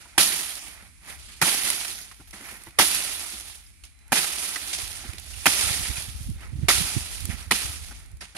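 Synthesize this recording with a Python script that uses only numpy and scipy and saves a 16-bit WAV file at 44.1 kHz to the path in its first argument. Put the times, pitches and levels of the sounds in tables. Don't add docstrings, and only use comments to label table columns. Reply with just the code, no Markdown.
import sys
import numpy as np
from scipy import signal
from scipy.fft import rfft, irfft, next_fast_len
from scipy.io import wavfile
from scipy.ndimage import uniform_filter1d

SR = 44100
rng = np.random.default_rng(int(sys.argv[2]) if len(sys.argv) > 2 else 0)


def how_loud(loudness_db):
    steps = np.asarray(loudness_db, float) / 20
    return 10 ** steps


def materialize(psi):
    bounded = np.clip(np.atleast_2d(psi).T, -1, 1)
    quanta = np.round(bounded * 32767).astype(np.int16)
    wavfile.write(sys.argv[1], SR, quanta)


N = 369116
SIZE = next_fast_len(N + 4096)
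COARSE = (np.arange(N) / SR)[::32]
BINS = np.arange(SIZE // 2 + 1)
OCTAVE = np.log2(np.maximum(BINS, 1) * SR / SIZE)


def colour(points):
    hz, db = np.transpose(points)
    return np.interp(OCTAVE, np.log2(hz), db)


def walk(rate):
    k = max(int(SR / 32 / rate), 1)
    held = np.repeat(rng.standard_normal(len(COARSE) // k + 1), k)
    return 2.55 * uniform_filter1d(uniform_filter1d(held, k), k)[:len(COARSE)]


def moving(db):
    return uniform_filter1d(np.repeat(how_loud(db), 32, axis=-1), size=32)[..., :N]


def add(out, s, sound):
    i = max(int(s * SR), 0)
    out[..., i:i + sound.shape[-1]] += sound[..., :N - i]


def bandpass(x, lo_hz, hi_hz, order=2):
    sos = signal.butter(order, [lo_hz, min(hi_hz, .45 * SR)], "band", fs=SR, output="sos")
    return signal.sosfilt(sos, x)


def hiss(count):
    both = rng.standard_normal(count)
    return both + bandpass(rng.standard_normal((2, *both.shape)) - both, 1200, 15000, order=1)


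def burst(noise, wide, hz, ms, rise, broad):
    t = np.arange(noise.shape[1]) / SR * 1000 / max(ms, .5)
    centre = bandpass(noise, hz / 1.7, hz * 1.4, order=1) * np.sqrt(9000 / hz)
    return (centre + broad * wide) * np.exp(-t) * (1 - np.exp(-t / rise))


def ring(t, hz, ms, rise_ms):
    lag, turn = .00005 * rng.standard_normal((2, 1)), rng.random()
    note = np.sin(2 * np.pi * (hz * (t + lag) + turn))
    return note * np.exp(-1000 * t / ms) * (1 - np.exp(-1000 * t / rise_ms))


def banded(sources, points, gain_db, count=1):
    shape, out = how_loud(colour(points)), np.zeros((2, N))
    middle = (OCTAVE > np.log2(3000)) & (OCTAVE < np.log2(12000))
    shape /= np.sqrt(np.mean(shape[middle] ** 2) * 9000 / (SR / 2))
    bands_hz = 180 * 2 ** np.arange(0, 6.6, .5)
    for k, hz in enumerate(bands_hz[::count]):
        window = np.cos(np.pi * np.clip((OCTAVE - np.log2(hz)) / count, -.5, .5))
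        band = irfft(sources[k % len(sources)] * (shape * window), SIZE)[:, :N]
        out += band * moving(gain_db(hz))
    return out


# (pitch [Hz], level [dB per Hz])
FIELD_COLOUR = [(150, -13.5), (260, -17.5), (500, -32.5), (1000, -20), (1800, -15), (2300, -9),
                (2800, -17.5), (7800, -18), (9800, -12.5), (15500, -45)]
# (start [s], end [s], first pitch [Hz], last pitch [Hz], level [dB])
BIRD = [(3.92, 4.13, 4027, 4027, -72), (3.9, 4.13, 2040, 2110, -74), (3.4, 3.55, 2342, 2342, -67),
        (3.38, 3.62, 760, 900, -71), (3.57, 3.7, 2094, 2094, -70), (3.72, 3.83, 2320, 2320, -73),
        (4.06, 4.117, 1250, 1700, -68), (4.05, 4.117, 800, 950, -70), (0.125, 0.15, 1300, 1400, -62),
        (0.145, 0.175, 800, 950, -60), (6.17, 6.32, 610, 450, -66), (6.53, 6.66, 305, 315, -60)]


def field():
    swell = 1.1 * walk(0.37)
    air = [rfft(hiss(N), SIZE) for _ in range(2)]
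    out = banded(air, FIELD_COLOUR, lambda hz: -65.5 + swell + 0.53 * walk(8.0), count=2)
    insects = bandpass(rng.standard_normal((2, N)), 2330, 2450, order=1)
    out += insects * moving(-55 + 1.43 * walk(4.9))
    for start, end, first_hz, last_hz, db in BIRD:
        t = np.arange(int((end - start) * SR)) / SR
        phase = 2 * np.pi * (first_hz * t + (last_hz - first_hz) * t ** 2 / (2 * t[-1]))
        add(out, start, how_loud(db) * np.sin(phase) * np.abs(np.sin(np.pi * t / t[-1])) ** .5)
    return out


# (time [s], level [dB], left minus right [dB])
BREEZE = [(0.0, -64.5, 1.5), (3.45, -63, 1), (3.87, -67.5, 3.5), (4.68, -64.5, -3.5), (4.85, -58.5, -9),
          (5.69, -58.5, -16.5), (6.13, -51, 0), (6.6, -50.5, -6), (7.11, -54.5, 0.5), (7.25, -49, -19),
          (7.45, -56, -1), (8.16, -56, -1.5), (8.37, -68.5, 5)]
# (time [s], level [dB], pitch [Hz])
LEFT_PUFFS = [(6.077, -34, 62), (6.154, -25, 69.6), (6.233, -30, 64), (6.273, -29, 73), (6.752, -27, 101),
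              (6.847, -31, 77), (6.968, -26, 73), (7.01, -29, 75), (7.125, -33, 62), (7.651, -25, 76),
              (7.699, -24.5, 83.5), (7.899, -30, 57.6)]
# (time [s], level [dB], pitch [Hz])
RIGHT_PUFFS = [(4.834, -29.5, 79), (5.095, -25, 84), (5.373, -29.5, 81), (5.636, -25, 76),
               (5.668, -24.5, 73), (5.71, -20, 103), (5.797, -21.5, 83), (5.901, -18.5, 67),
               (5.982, -28.5, 117), (6.088, -26.5, 101), (6.169, -31, 82), (6.211, -24, 87),
               (6.264, -23.5, 75), (6.294, -20, 150), (6.307, -18.5, 82), (6.362, -27, 76),
               (6.535, -21, 109), (6.558, -22.5, 121), (6.59, -21, 94), (6.632, -14.5, 109),
               (6.652, -22, 80), (6.786, -20.5, 80.5), (6.813, -18, 148), (6.971, -13, 110),
               (7.022, -30, 74), (7.245, -22.5, 81), (7.294, -15.5, 82), (7.341, -20.5, 57.7),
               (7.474, -25, 68.5), (8.139, -30, 68)]


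def wind():
    s, db, pan_db = np.transpose(BREEZE)
    rumble = bandpass(rng.standard_normal((2, N)), 41.5, 77.7)
    rumble += 0.099 * bandpass(rng.standard_normal((2, N)), 22, 170)
    pan = np.interp(COARSE, s, pan_db) * np.array([[.5], [-.5]])
    gusty = np.array([0.9 * walk(12), 0.9 * walk(12)])
    out = rumble / rumble.std() * moving(np.interp(COARSE, s, db) + pan + gusty + 12.0)
    t = np.arange(-3000, 5000) / SR
    slap_noise = rng.standard_normal((len(LEFT_PUFFS) + len(RIGHT_PUFFS), len(t)))
    slaps = iter(bandpass(slap_noise, 72, 240, order=3))
    for port, puffs, turns in zip(out, (LEFT_PUFFS, RIGHT_PUFFS), (0.86, 0.92)):
        for s, db, hz in puffs:
            width = turns / hz / 2 * np.where(t < 0, .7, 1.3)
            eddy = np.exp(-.5 * (t / width) ** 2) * np.cos(2 * np.pi * (hz * t + rng.random()))
            slap = next(slaps) * np.exp(-.5 * (t / 0.011) ** 2)
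            add(port, s + t[0], how_loud(db) * (eddy - eddy.mean() + how_loud(0.64 * db + 18.0) * slap))
    return out


def clicks(count, scatter_db, lag_ms, lag_spread_ms):
    place, lag = rng.random(count), rng.standard_normal(count)
    size = how_loud(scatter_db * np.minimum(rng.exponential(size=count), 6))
    size *= np.sign(rng.random(count) - .5)
    right = place * N
    left = np.clip(right + (lag_ms + lag_spread_ms * lag) * SR / 1000, 0, N - 1)
    out = np.array([np.bincount(at.astype(int), size, N) for at in (left, right)])
    return rfft(out / out.std(), SIZE)


def sudden(s, db_per_s, attack_s):
    since = np.maximum(COARSE - s, 0)
    return np.minimum(since / attack_s, 1) ** 2 * how_loud(-2 * np.multiply.outer(db_per_s, since))


# (time [s], level [dB], fading [dB per s], weight [dB], dust [dB])
STEPS = [(0.0, -55, 66, 0.5, -18), (2.27, -61, 89.5, -1, -2), (2.327, -51, 56, 2, -18),
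         (3.834, -50, 244, -9, -20), (4.727, -31, 145, -12, -56), (4.78, -36, 145, -5, -18),
         (5.18, -48, 294, -8, -12), (7.29, -45, 71, 1.5, -14), (8.205, -46.5, 140, 0, -27),
         (8.35, -64, 28, 2, -22)]
# (time [s], crush level [dB], settling level [dB], settling loss [dB per s], blade stays in the heap [s])
STROKES = [(0.178, -20, -26.5, 45, 0.5), (1.414, -26, -29, 23, 0.49), (2.786, -18.5, -29, 28, 0.7),
           (4.12, -27, -32, 17, 0.85), (5.458, -22, -29, 20.5, 0.53), (6.683, -20, -28.5, 35.5, 0.73),
           (7.508, -29, -32, 51, 0.45)]
# (middle time [s], level [dB], half length [s], weight [dB], dust [dB])
SWEEPS = [(0.755, -62, 0.078, 9, -12), (1.11, -50, 0.045, 3, -10.5), (1.22, -57, 0.029, -7, -22),
          (1.32, -52, 0.086, -8, -35), (1.471, -38, 0.026, 6, -18), (2.51, -50, 0.066, 3.5, -7.5),
          (2.657, -59, 0.041, 0, -5.5), (2.823, -27.5, 0.016, 1, -14), (3.866, -77.5, 0.07, 4, -18),
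          (4.028, -83, 0.037, -4, -14), (4.171, -30, 0.022, 0, -21), (5.07, -48.5, 0.086, 0, -19),
          (5.434, -43.5, 0.16, -7.5, -15), (6.2, -54, 0.11, -8.5, -10.5), (6.443, -58.5, 0.049, 9, -14),
          (6.636, -56.5, 0.088, -2, -18), (8.0, -68, 0.12, 6.5, -20), (8.372, -38, 0.0069, 0, -20.5)]


def movement():
    swish_db, swish_s = [-70, -59, -71, -88, -62], .04
    crush_db_each, crush_db_per_s = [-0.5, 3.5, -8, -11, -4], np.array([150, 450, 114, 150, 200])
    settle_db_each = [1, -4.5, -1.57, -11, -3]
    power = np.full((5, len(COARSE)), 1e-12)

    def column(db):
        return how_loud(2 * np.array(db))[:, None]

    def stir(db, weight_db, dust_db):
        return column([db, db + weight_db, db - 3.5, db + dust_db, db + weight_db / 2])

    for s, db, db_per_s, weight_db, dust_db in STEPS:
        power += stir(db, weight_db, dust_db) * sudden(s, db_per_s, attack_s=0.0053)
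    for s, crush_db, settle_db, db_per_s, stay_s in STROKES:
        rest = how_loud(-2 * 52.5 * np.maximum(COARSE - s - stay_s, 0))
        thin = [0, 0, 0, -0.58 * s, 0]
        power += column(swish_db) * np.exp(-np.abs(COARSE - s) / swish_s)
        crush = column(np.add(crush_db_each, thin) + crush_db)
        power += crush * sudden(s, crush_db_per_s, attack_s=0.0015)
        settle = column(np.add(settle_db_each, thin) + settle_db)
        power += settle * sudden(s, db_per_s, attack_s=0.0059) * rest
    for s, db, half_s, weight_db, dust_db in SWEEPS:
        power += stir(db, weight_db, dust_db) * np.exp(-((COARSE - s) / half_s) ** 2)
    db = 10 * np.log10(power)
    return np.vstack([db[:1], db[1:] - db[0]])


# (pitch [Hz], level [dB per Hz])
LEAF_COLOUR = [(120, -7.5), (200, -13.5), (490, -9), (774, -5), (1100, -7.5), (1340, -2.5), (1580, -4.5),
               (1930, -0.5), (3940, -2.5), (7740, -3.5), (9820, 3), (11200, -0.5), (15800, -26.5)]


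def leaves():
    part_db = np.array([[3.5], [2.5], [-.8], [13.5], [-4]])
    crackle_db, heavy_db, crisp_db, dust_db, hollow_db = movement() + part_db
    broad = clicks(count=40000, scatter_db=2.9, lag_ms=.12, lag_spread_ms=.11)
    fine = clicks(count=150000, scatter_db=2.0, lag_ms=.12, lag_spread_ms=.08)
    fine = fine + .5 * clicks(count=5000, scatter_db=2.6, lag_ms=.12, lag_spread_ms=.11)
    shiver = 0.5 * walk(35) + 0.46 * walk(140)

    def gain_db(hz):
        heavy = np.interp(np.log2(hz), np.log2([2200, 3100]), [1, 0])
        if hz > 12500:
            top_db = dust_db
        else:
            top_db = np.interp(np.log2(hz), np.log2([6000, 8200]), [0, 1]) * crisp_db
        top_db = top_db + (11000 < hz < 12500) * 0.55 * dust_db
        edge = 0.025 * (hz < 600) * (crackle_db + 46.5)
        return crackle_db + heavy * heavy_db + top_db + edge + shiver + 0.55 * walk(70)

    sources = []
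    for k in (1, 2, 3):
        late = np.exp(-2j * np.pi * (BINS * 30011 * k % SIZE) / SIZE)
        sources.append(np.sqrt(.22) * broad + np.sqrt(.78) * 0.99 * fine * late)
    hollow = bandpass(hiss(N), 1900, 2580, order=3)
    hollow = hollow * moving(crackle_db + hollow_db + shiver + 1.4 * walk(60))
    return hollow + banded(sources, LEAF_COLOUR, gain_db)


# (time [s], level [dB], centre pitch [Hz], length [ms])
SCUFFS = [(0.051, -37, 900, 13), (0.671, -37.5, 696, 15), (1.099, -30, 2330, 17), (1.185, -34.5, 4400, 22),
          (1.25, -35, 4500, 22), (1.283, -31, 2370, 18), (1.31, -33.5, 4300, 20), (1.36, -34.5, 4600, 22),
          (1.847, -14, 2420, 6.6), (2.112, -28.5, 1600, 10), (2.2, -36, 1290, 13), (2.33, -32, 2090, 11),
          (2.36, -33.5, 2200, 20), (2.485, -28.5, 2400, 16), (2.669, -31.5, 960, 9.8),
          (4.243, -12.5, 2380, 6.3), (4.557, -12.5, 1980, 8), (4.732, -22.5, 2370, 7.9),
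          (5.047, -32.5, 2420, 13), (6.404, -35, 2270, 12), (7.298, -25, 2380, 12), (7.91, -30, 1470, 16),
          (8.21, -26, 2100, 7.5), (8.348, -26, 1370, 13)]


def scuffs():
    out, noise = np.zeros((2, N)), hiss((len(SCUFFS), 3000))
    wide = bandpass(noise, 370, 15000)
    for k, (s, db, hz, ms) in enumerate(SCUFFS):
        add(out, s, how_loud(db - 10.5) * burst(noise[:, k], wide[:, k], hz, ms, rise=0.25, broad=0.2))
    return out


# (time [s], level [dB], pitch [Hz])
THUDS = [(0.057, -57, 178), (0.178, -27, 568), (0.397, -43, 265), (0.673, -55, 224), (0.822, -52.5, 199),
         (1.063, -52.5, 238), (1.277, -56, 238), (1.415, -25, 177), (1.779, -61, 438), (2.115, -70, 164),
         (2.196, -46, 273), (2.334, -44.5, 204), (2.402, -43.5, 272), (2.515, -47, 229),
         (2.666, -44.5, 335), (2.785, -24, 375), (3.327, -46, 219), (3.834, -62, 311), (4.118, -29, 257),
         (5.048, -45, 242), (5.128, -47, 210), (5.46, -25, 280), (6.683, -50, 257), (7.286, -42, 156),
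         (7.51, -24, 197), (7.911, -48, 230), (8.216, -47.5, 190), (8.347, -47, 553)]


def thuds():
    out, t = np.zeros((2, N)), np.arange(4000) / SR
    soil = bandpass(rng.standard_normal((len(THUDS), len(t))), 60, 520)
    for (s, db, hz), rumble in zip(THUDS, soil):
        body = 0.8 * np.sin(2 * np.pi * hz * t) + 5 * rumble
        add(out, s, how_loud(db - 6.0) * body * (t / 0.0092) * np.exp(1 - t / 0.0082))
    return out


# (time [s], level [dB], pitch [Hz])
KNOCKS = [(0.058, -52, 1420), (0.058, -54, 940), (0.506, -34, 3230), (0.672, -48, 820), (0.824, -53, 1340),
          (1.063, -59, 730), (1.702, -29, 2050), (1.78, -39, 1380), (2.114, -49, 1810), (2.115, -56, 1250),
          (2.199, -57, 1380), (2.213, -54, 780), (2.308, -53, 5800), (2.332, -46, 2110), (2.335, -51, 1210),
          (2.667, -57, 5810), (2.67, -47, 1980), (2.67, -46, 905), (2.706, -54.5, 2500), (3.506, -48, 4500),
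          (3.665, -52, 5080), (3.837, -52, 4390), (3.838, -51, 3100), (3.839, -62, 5510),
          (3.839, -51.5, 2650), (4.243, -38, 820), (4.561, -26, 1990), (4.566, -41, 1290),
          (4.734, -33, 2330), (4.738, -33, 3490), (5.041, -43, 780), (5.133, -41, 2420), (5.182, -43, 4170),
          (5.183, -48, 5170), (5.183, -45, 3490), (5.338, -41, 2770), (5.97, -33, 2470), (6.368, -54, 3620),
          (6.425, -48, 3010), (7.308, -45, 1770), (7.428, -47, 5680), (7.912, -48, 780), (7.912, -46, 1460),
          (8.209, -53, 3920), (8.209, -46, 4740), (8.209, -44, 5430), (8.211, -44, 1770), (8.212, -54, 860),
          (8.218, -49, 4690), (8.22, -45, 5340), (8.221, -43, 2150), (8.222, -43, 1510), (8.35, -48, 1350),
          (8.365, -44.5, 3450), (8.366, -42.5, 4220), (8.367, -54, 5680), (8.367, -42.5, 1460),
          (8.367, -42.5, 2930), (8.367, -41, 2200), (8.367, -38, 690)]


def knocks():
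    out, t = np.zeros((2, N)), np.arange(1200) / SR
    for s, db, hz in KNOCKS:
        add(out, s - .001, how_loud(db + 5.5) * ring(t, hz, ms=3.9, rise_ms=.9))
    return out


# (time [s], level [dB], stalk pitch [Hz])
CUTS = [(0.1796, -16, 736), (0.1811, -24, 2890), (0.1814, -15, 1850), (0.1824, -17, 1200),
        (0.1831, -20, 5470), (0.1839, -21.5, 2370), (0.1849, -16, 3260), (0.1871, -23, 2220),
        (1.4161, -23, 1310), (1.4161, -16.5, 1940), (1.4176, -20.5, 5300), (1.4223, -18, 910),
        (1.4251, -19, 1440), (1.4261, -17, 2400), (1.4298, -20, 1850), (1.4355, -20.5, 1320),
        (2.788, -16.5, 1930), (2.7885, -20, 1120), (2.79, -15.5, 5240), (2.7902, -17, 1840),
        (2.7917, -16.5, 1380), (2.7929, -20, 1980), (2.7974, -20.5, 1640), (2.7977, -11, 896),
        (4.1202, -20, 1590), (4.1209, -17.5, 830), (4.1244, -18.5, 1770), (4.1282, -23.5, 1650),
        (4.1284, -19.5, 2410), (4.1289, -13, 814), (4.1317, -25, 1940), (4.1559, -26.5, 2050),
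        (5.4571, -17, 2610), (5.4576, -17.5, 970), (5.4639, -13.5, 1920), (5.4639, -17, 2670),
        (5.4649, -13.5, 790), (5.4681, -13, 1440), (5.4689, -15.5, 2420), (5.4701, -15.5, 2970),
        (6.6868, -18, 2260), (6.6873, -23, 1330), (6.6883, -17.5, 900), (6.6908, -14.5, 3550),
        (6.6933, -19, 2220), (6.7038, -17.5, 1280), (6.7038, -21.5, 1940), (6.7098, -17.5, 1940),
        (7.5125, -13, 1900), (7.5127, -18, 855), (7.5137, -18.5, 4170), (7.518, -22.5, 3570),
        (7.5195, -24.5, 4180), (7.5197, -18.5, 990), (7.5207, -15, 2360), (7.5225, -21, 2970)]


def cuts():
    out, t = np.zeros((2, N)), np.arange(1200) / SR
    fibre = bandpass(hiss((len(CUTS), len(t))), 550, 4500) * np.exp(-t / 0.0033)
    crack = bandpass(hiss((len(CUTS), len(t))), 6100, 15000) * np.exp(-t / 0.0014)
    for k, (s, db, hz) in enumerate(CUTS):
        wood = 2.27 * ring(t, hz, ms=1.73, rise_ms=0.52)
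        add(out, s - .0003, how_loud(db) * (wood + .6 * fibre[:, k] + 0.97 * crack[:, k]))
    return out


# (time [s], level [dB], centre pitch [Hz])
TICKS = [(0.5057, -26, 9300), (0.554, -26.5, 5210), (1.6776, -14.5, 10400), (1.702, -9.5, 9240),
         (1.7023, -16, 2100), (1.812, -23, 2920), (2.309, -36, 5000), (2.6365, -34.5, 9540),
         (2.707, -40.5, 2530), (2.948, -15.5, 9660), (2.29, -48, 1100), (2.352, -42, 900),
         (2.62, -40.5, 3000), (3.399, -28.5, 5740), (3.498, -32.5, 2330), (3.99, -49, 6500),
         (3.837, -40, 2770), (3.851, -40.5, 10400), (4.08, -46, 9000), (4.675, -28, 11500),
         (4.877, -27, 4480), (4.915, -30.5, 9280), (5.0776, -38.5, 8880), (5.134, -31, 2420),
         (5.1827, -27.5, 3460), (5.1973, -31, 10700), (6.052, -37.5, 2310), (6.3, -34.5, 9500),
         (7.205, -27.5, 9450), (7.254, -18.5, 11000), (7.588, -23.5, 6000), (7.885, -33, 2270),
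         (8.06, -44, 6000), (8.115, -44, 10000), (8.17, -44, 9500)]


def ticks():
    out, noise = np.zeros((2, N)), hiss((len(TICKS), 3000))
    wide = bandpass(noise, 370, 15000)
    for k, (s, db, hz) in enumerate(TICKS):
        add(out, s, how_loud(db - 6.0) * burst(noise[:, k], wide[:, k], hz, ms=2.5, rise=.06, broad=0.47))
    return out


# (pitch [Hz], left minus right [dB])
PORT_TILT = [(250, 0), (700, 1.5), (1300, -4), (2400, -6), (4400, -5), (6500, 0.5), (9500, -11),
             (15000, -9.5)]
# (pitch [Hz], level [dB])
PHONE_NOTCH = [(330, 3), (490, -5.5), (680, -1.5)]


def scene():
    treble = how_loud(np.where(OCTAVE > np.log2(4000), 0.66 * colour(LEAF_COLOUR) + 3.4, 0))
    hits = scuffs() + thuds() + knocks() + cuts() + ticks()
    air = rfft(field() + leaves(), SIZE) + rfft(hits, SIZE) * treble
    tilt = colour(PORT_TILT) / 2
    shade = how_loud(np.array([tilt, -tilt]) + colour(PHONE_NOTCH) + 3.5)
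    return irfft(air * shade, SIZE)[:, :N] + wind()


def top_cut(x):
    return signal.sosfilt(signal.butter(12, 16520, fs=SR, output="sos"), x)


def record(dry):
    mix = signal.sosfilt(signal.butter(2, 30, "high", fs=SR, output="sos"), dry)
    mix = np.tanh(mix / 1.05) * 1.05
    mix = signal.sosfilt(signal.ellip(10, .2, 45, 15650, fs=SR, output="sos"), mix)
    return top_cut(mix)


dry = scene()
out = record(dry)
materialize(out)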